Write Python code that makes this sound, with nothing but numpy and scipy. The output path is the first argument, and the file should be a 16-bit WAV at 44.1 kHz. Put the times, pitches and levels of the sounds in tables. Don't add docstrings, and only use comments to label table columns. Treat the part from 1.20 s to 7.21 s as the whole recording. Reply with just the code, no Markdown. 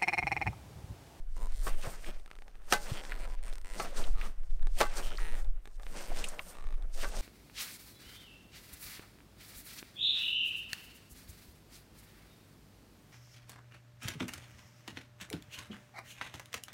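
import sys
import numpy as np
from scipy import signal
from scipy.fft import rfft, irfft
from scipy.io import wavfile
from scipy.ndimage import uniform_filter1d

SR = 44100
rng = np.random.default_rng(int(sys.argv[2]) if len(sys.argv) > 2 else 0)


def transcribe(signal):
    frames = np.atleast_2d(signal).T
    limited = np.clip(frames, -1, 1)
    pcm = np.round(limited * 32767).astype(np.int16)
    wavfile.write(sys.argv[1], SR, pcm)


N = 265041

# (time [s], relative level [dB], bright grit against the knock [dB])
KNOCKS = [(0.468, -27, -28), (1.515, -33.5, -19.5), (1.524, -14.5, -7), (2.598, -24, -24),
          (3.604, -18, -12), (3.611, -16, -16), (4.971, -44, -1.5), (5.828, -30, -12), (5.842, -31, -23.5)]
# (frequency [Hz], relative level [dB], t60 [s])
PLATE_MODES = [(446.2, -16.5, 0.467), (578.4, -17, 0.44), (701, -21.5, 0.16), (832.2, -3.5, 0.165),
               (1151.3, 5.5, 0.064), (1273.5, 5.5, 0.0294), (1541, -1.5, 0.12), (1756, -6.5, 0.115),
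               (2035, -8, 0.157), (2660, -17.5, 0.3), (4350, -11, 0.082)]
# (frequency [Hz], relative level [dB])
SWISH_SPECTRUM = [(590, -42), (1000, -23), (1620, -9), (4630, -5.5), (6850, -7), (9240, -2.5),
                  (10700, -16.5), (13200, -10.5), (15700, -15)]
# (frequency [Hz], relative level [dB])
CRUSH_SPECTRUM = [(71, -40.5), (120, -7.5), (177, 2), (306, -4), (554, 1.5), (871, -4), (1990, -8),
                  (5000, -23.5), (6500, -24), (11000, -120)]


def knocks():
    s, level_db, grit_db = np.transpose(KNOCKS)
    bright_db = level_db + grit_db

    late = np.sort(rng.exponential(1, (len(KNOCKS), 14)), axis=1)
    late -= late[:, :1]
    contact_s = s[:, None] + 0.012 * late
    contact_db = level_db[:, None] - 26.5 - 2.0 * late
    plate = strike(PLATE_MODES, contact_s.ravel(), contact_db.ravel(), scatter_db=5.0)

    crunch = coloured(grains(per_s=3000, spread_db=9.5, smooth=0.61), CRUSH_SPECTRUM)
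    crunch *= dying(impulses(s, level_db - 6.0), t60=0.0774)
    crunch = signal.sosfilt(signal.butter(2, 300, "high", fs=SR, output="sos"), crunch)

    hiss = coloured(rng.standard_normal(N), SWISH_SPECTRUM)
    hiss *= dying(impulses(s, bright_db - 16.5), t60=0.0367)

    stones = grains(per_s=2500, spread_db=3.5, smooth=0.295)
    stones *= dying(impulses(s, bright_db + 2.0), t60=0.1104)
    stones = signal.sosfilt(signal.butter(1, [2200, 6000], "band", fs=SR, output="sos"), stones)
    return plate + crunch + hiss + stones


# (time [s], relative level [dB])
THUDS = [(0.671, -21), (1.716, -14.5), (2.792, -26), (3.81, -41.5)]
THUD_HZ, THUD_STAGE_T60_S = 122.7, 0.02257


def thuds():
    push = impulses(*np.transpose(THUDS)) * from_db(-40)
    first_stage = ring(push, THUD_HZ, THUD_STAGE_T60_S)
    return ring(first_stage, THUD_HZ, THUD_STAGE_T60_S)


# (time of most turf pressure [s], build-up per SPAN_DB [s],
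#     fade per SPAN_DB [s], swishing blades level [dB], crushed turf level [dB])
PRESSES = [(0.174, 0.026, 0.92, -64, -59), (0.478, 0.078, 0.116, -50, -42.5),
           (.665, 0.1273, 0.258, -50.5, -45.5), (.89, 0.09, 0.112, -58, -47.5),
           (1.525, 0.0459, 0.1183, -41.5, -39), (1.71, 0.133, 0.19, -46, -43),
           (2.05, 0.77, 0.18, -61.5, -51.5), (2.28, 0.06, 0.134, -60, -52.5),
           (2.608, 0.1066, 0.176, -48, -43), (2.777, 0.053, 0.206, -45.5, -43.5),
           (3.06, 0.0914, 0.0857, -49.5, -46), (3.616, 0.0472, 0.0827, -37, -38),
           (3.797, 0.146, 0.118, -44, -42.5), (3.865, .08, 0.18, -48.5, -46.5),
           (4.19, 0.9, 0.112, -59, -53.5), (4.771, 0.161, 0.55, -52, -48),
           (4.996, 0.1024, 0.2365, -45.5, -42.5), (5.271, 0.111, 0.144, -53.5, -51.5),
           (5.45, 0.2, 0.9, -84, -59.5), (5.83, 0.0875, 0.132, -41.5, -45), (6.02, 0.21, .1, -48, -43)]
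SPAN_DB = 20
BLADES_LEAD_S = 0.00993
STILL_SWISH_DB, STILL_CRUSH_DB = -77, -70.5


def pressure(peak_db, still_db, lead_s):
    s, rise, fade = np.transpose(PRESSES)[:3, :, None]
    step = 64
    late = np.arange(0, N + step, step) / SR + lead_s - s
    level_db = peak_db[:, None] - SPAN_DB * np.maximum(late / fade, -late / rise)
    gain = np.sqrt(np.sum(from_db(level_db) ** 2, axis=0) + from_db(still_db) ** 2)
    return np.interp(np.arange(N) / step, np.arange(len(gain)), gain)


def grass():
    swish_db, crush_db = np.transpose(PRESSES)[3:]
    fine = patchy(grains(per_s=3100, spread_db=5.5, smooth=0.855), depth_db=6.0, per_s=27)
    coarse = patchy(grains(per_s=800, spread_db=2.5, smooth=1.455), depth_db=5.5, per_s=37)
    swish = pressure(swish_db, STILL_SWISH_DB, BLADES_LEAD_S) * coloured(fine, SWISH_SPECTRUM)
    crush = pressure(crush_db, STILL_CRUSH_DB, 0) * coloured(coarse, CRUSH_SPECTRUM)
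    return swish + crush


# (frequency [Hz], relative level [dB], t60 [s])
SHELL_MODES = [(482.5, -11.5, 0.0276), (945.3, -11.5, 0.0337), (1338, -16, 0.0278), (1934.5, -13.5, 0.0206),
               (2386, 6, 0.00182), (4045, -6.5, 0.00486)]
# (start [s], length [s], slip rate at start [1/s], at middle [1/s], at end [1/s],
#     relative shell ring level [dB], relative crack level [dB], pitch factor of the flexed shell [ratio],
#     pitch of the rubbing joint [Hz], relative joint ring level [dB])
CREAKS = [(.166, 0.1158, 59.83, 122.8, 68.4, -46, -32.5, 0.506, 1000, -51.5),
          (0.322, 0.12, 118.2, 152.5, 145.2, -65.5, -35, 0.96, 2080, -63),
          (0.861, 0.0527, 252.8, 198.9, 153.5, -45.5, -35, 1.29, 3230, -56.5),
          (1.0756, 0.1155, 37.75, 34.2, 30.7, -55, -41.5, 1.1, 1308, -52.5),
          (1.737, 0.0753, 100.8, 230.3, 129.5, -42.5, -41, 1.103, 3154, -45),
          (1.896, 0.0883, 116.5, 97.7, 85.5, -43.5, -32, 1.067, 1970, -56),
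          (1.998, 0.0651, 99, 203.8, 149, -47.5, -31.5, 1.06, 2356, -52),
          (2.076, .076, 80.6, 85.3, 185, -50, -36.5, 0.86, 991, -53.5),
          (2.229, 0.0785, 109.8, 119.7, 107.4, -53, -29.5, 1.04, 2100, -69.5),
          (2.335, 0.1056, 48.55, 31.66, 34.5, -51, -28.5, 1.134, 1990, -57.5),
          (2.446, 0.144, 75.08, 112.5, 120.7, -46.5, -32, 1.072, 2013, -55),
          (2.814, 0.057, 170.1, 74.2, 72.3, -48, -46.5, 1.08, 3260, -52),
          (2.954, .122, 95.34, 106, 246, -48.5, -43.5, 0.957, 1234, -48.5),
          (3.827, 0.1278, 178.6, 69.42, 125.6, -47.5, -48.5, 1.33, 3070, -43.5),
          (4.002, .152, 185, 155, 88, -43, -30, 1.0, 1900, -50),
          (4.153, 0.0524, 106.1, 300.9, 372.6, -49.5, -35.5, 0.876, 1910, -62),
          (4.726, 0.228, 104.5, 107.5, 113.7, -45.5, -54.5, 1.122, 1730, -65),
          (5.3505, .095, 38.87, 88.36, 43.8, -47, -37, 0.952, 1184, -49),
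          (5.4682, 0.087, 43.8, 56.98, 70, -47, -36, 0.939, 1194, -51.5)]
JOINT_CYCLES = 30


def creaks():
    rings, cracks = np.zeros(N), np.zeros(N)
    share, slip = np.linspace(0, 1, 101), np.arange(24)
    for start, length, first, middle, last, ring_db, crack_db, stretch, joint_hz, joint_db in CREAKS:
        rate = np.interp(share, [0, 0.5, 1], [first, middle, last])
        travel = np.cumsum(rate) * length / 100
        travel -= travel[0]
        uneven_slip = np.abs(slip + 0.07 * rng.standard_normal(len(slip)))
        at = start + length * np.interp(uneven_slip, travel, share)
        level_db = 1.6 * rng.standard_normal(len(slip)) - 200 * (slip > travel[-1])

        rings += strike(SHELL_MODES, at, level_db + ring_db, scatter_db=1.5, stretch=stretch)
        rings += ring(impulses(at, level_db + joint_db), joint_hz, JOINT_CYCLES / joint_hz)
        cracks += crack(impulses(at, level_db + crack_db), t60=0.006)
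    return rings, cracks


def crack(clicks, t60):
    burst = rng.standard_normal(300) * from_db(-60 * np.arange(300) / (t60 * SR))
    burst[0] = 7
    return signal.oaconvolve(clicks, burst / np.sqrt(np.sum(burst ** 2)))[:N]


# (time [s], relative level [dB])
TICKS = [(0.9986, -49.5), (1.061, -44), (1.114, -45.5), (1.154, -44.5), (1.188, -46), (1.2216, -45.5),
         (1.281, -45), (1.3546, -50), (1.4197, -54.5), (1.8373, -37), (1.8511, -36), (2.328, -40),
         (3.235, -47), (3.3073, -49), (3.3957, -57), (3.4283, -44), (3.4706, -35), (4.246, -45),
         (4.456, -39.5), (4.4748, -39), (4.598, -45), (4.6331, -41.5), (4.6667, -45), (5.5775, -49.5),
         (5.6241, -46.5)]
TICK_CRACK_DB = -12.5


def ticks():
    s, level_db = np.transpose(TICKS)
    rings = strike(SHELL_MODES, s, level_db - 4.5, scatter_db=5.5, stretch=0.885)
    cracks = rng.standard_normal(N) * dying(impulses(s, level_db + TICK_CRACK_DB), t60=0.0137)
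    return rings, cracks


def boots():
    creak_rings, creak_cracks = creaks()
    tick_rings, tick_cracks = ticks()
    duller = signal.butter(1, 12000, fs=SR, output="sos")
    cracks = signal.sosfilt(duller, creak_cracks + tick_cracks)
    return creak_rings + tick_rings + coloured(cracks, SWISH_SPECTRUM) * np.std(cracks)


# (time [s], relative level [dB], nominal pitch [Hz], burst t60 [s])
SNAPS = [(0.844, -25.5, 2030, 0.0082), (1.92, -24.5, 1842, 0.037), (2.84, -32.5, 3280, 0.0226),
         (3.013, -25.5, 2240, 0.0256), (3.973, -30.5, 4210, 0.0135), (3.983, -25.5, 1536, 0.063),
         (5.04, -27.5, 2990, 0.059), (5.041, -37, 8670, 0.057), (5.086, -34, 8600, 0.0356),
         (5.193, -23, 2560, 0.0161), (5.196, -28.5, 1116, 0.0414)]


def buckles():
    out = np.zeros(N)
    for s, level_db, hz, t60 in SNAPS:
        at, size = round(s * SR), round(2 * t60 * SR)
        fade_db = level_db - 60 * np.arange(size) / (t60 * SR)
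        burst = from_db(fade_db) * rng.standard_normal(size)
        band = signal.butter(1, [hz / 1.42, hz * 1.235], "band", fs=SR, output="sos")
        resonance = signal.sosfilt(band, signal.sosfilt(band, burst))
        out[at:at + size] += 1.78 * resonance + 0.0433 * burst
    return out


# (frequency [Hz], relative level [dB])
AIR_SPECTRUM = [(35, -22.5), (60, 26.5), (76, 1.5), (118, 7), (455, -4.5), (631, -19), (1890, -26),
                (3300, -70), (8770, -19), (15700, -21)]
AIR_DB = -68


def distant_air():
    return from_db(AIR_DB) * coloured(rng.standard_normal(N), AIR_SPECTRUM)


# (time [s], level [dB])
GUSTS = [(0.0, -34), (0.32, -25.5), (0.58, -24), (0.68, -39), (0.92, -30.5), (1.1, -45), (1.55, -37),
         (1.79, -37), (2.14, -27.5), (2.6, -37.5), (2.92, -17.5), (3.1, -33), (3.44, -20), (3.7, -30.5),
         (4.3, -22.5), (4.48, -43.5), (4.6, -33), (4.84, -38.5), (4.96, -24), (5.32, -53), (5.45, -27),
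         (6.01, -30)]
# (frequency [Hz], relative level [dB])
WIND_SPECTRUM = [(3.5, -44.5), (6, 2.5), (16, 2.5), (27, -6), (42, -16.5), (58, -33.5), (80, -33.5),
                 (120, -64), (200, -88)]


def wind():
    lumps = coloured(rng.standard_normal(N), WIND_SPECTRUM)
    power = uniform_filter1d(uniform_filter1d(lumps ** 2, 5000), 5000)
    s, level_db = np.transpose(GUSTS)
    gust_db = np.interp(np.arange(N) / SR, s, level_db)
    return from_db(gust_db) * lumps / np.sqrt(power + 0.45)


def from_db(db):
    return 10 ** (np.asarray(db) / 20)


def rms_one(x):
    return x / np.sqrt(np.mean(x ** 2) + 1e-20)


def coloured(x, spectrum):
    hz, level_db = np.transpose(spectrum)
    axis = np.maximum(np.arange(N // 2 + 1) * SR / N, 1)
    gain = from_db(np.interp(np.log(axis), np.log(hz), level_db))
    return rms_one(irfft(rfft(x) * gain, N))


def grains(per_s, spread_db, smooth):
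    sizes = from_db(spread_db * np.minimum(rng.exponential(1, N), 2)) * rng.standard_normal(N)
    crackles = rms_one(sizes * (rng.random(N) < per_s / SR))
    return crackles + smooth * rng.standard_normal(N)


def patchy(x, depth_db, per_s):
    out, knots = 0, np.arange(0, N + SR, SR / per_s)
    for low_hz in 120 * 2.0 ** np.arange(7):
        slow = np.interp(np.arange(N), knots, rng.standard_normal(len(knots)))
        octave = signal.butter(1, [low_hz, 2 * low_hz], "band", fs=SR, output="sos")
        out = out + from_db(depth_db * slow) * signal.sosfilt(octave, x)
    return out


def impulses(s, peak_db):
    out = np.zeros(N)
    at = np.minimum((np.asarray(s) * SR).astype(int), N - 1)
    np.add.at(out, at, from_db(peak_db))
    return out


def dying(clicks, t60):
    return signal.lfilter([1], [1, -from_db(-60 / (t60 * SR))], clicks + 1e-18)


def ring(clicks, hz, t60):
    r, w = from_db(-60 / (t60 * SR)), 2 * np.pi * hz / SR
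    return signal.lfilter([0, np.sin(w)], [1, -2 * r * np.cos(w), r * r], clicks + 1e-18)


def strike(modes, s, peak_db, scatter_db, stretch=1):
    scatter = scatter_db * rng.normal(0, 1, (len(s), len(modes)))
    out = np.zeros(N)
    for k, (hz, level_db, t60) in enumerate(modes):
        out += ring(impulses(s, peak_db + level_db + scatter[:, k]), hz * stretch, t60)
    return out


def scene():
    walker = knocks() + thuds() + grass() + boots() + buckles()
    return (walker + distant_air() + wind())[None]


CUTOFF_HZ = 16000


def record(dry):
    return signal.sosfilt(signal.cheby2(24, 70, CUTOFF_HZ, fs=SR, output="sos"), dry)


dry = scene()
out = record(dry)
transcribe(out)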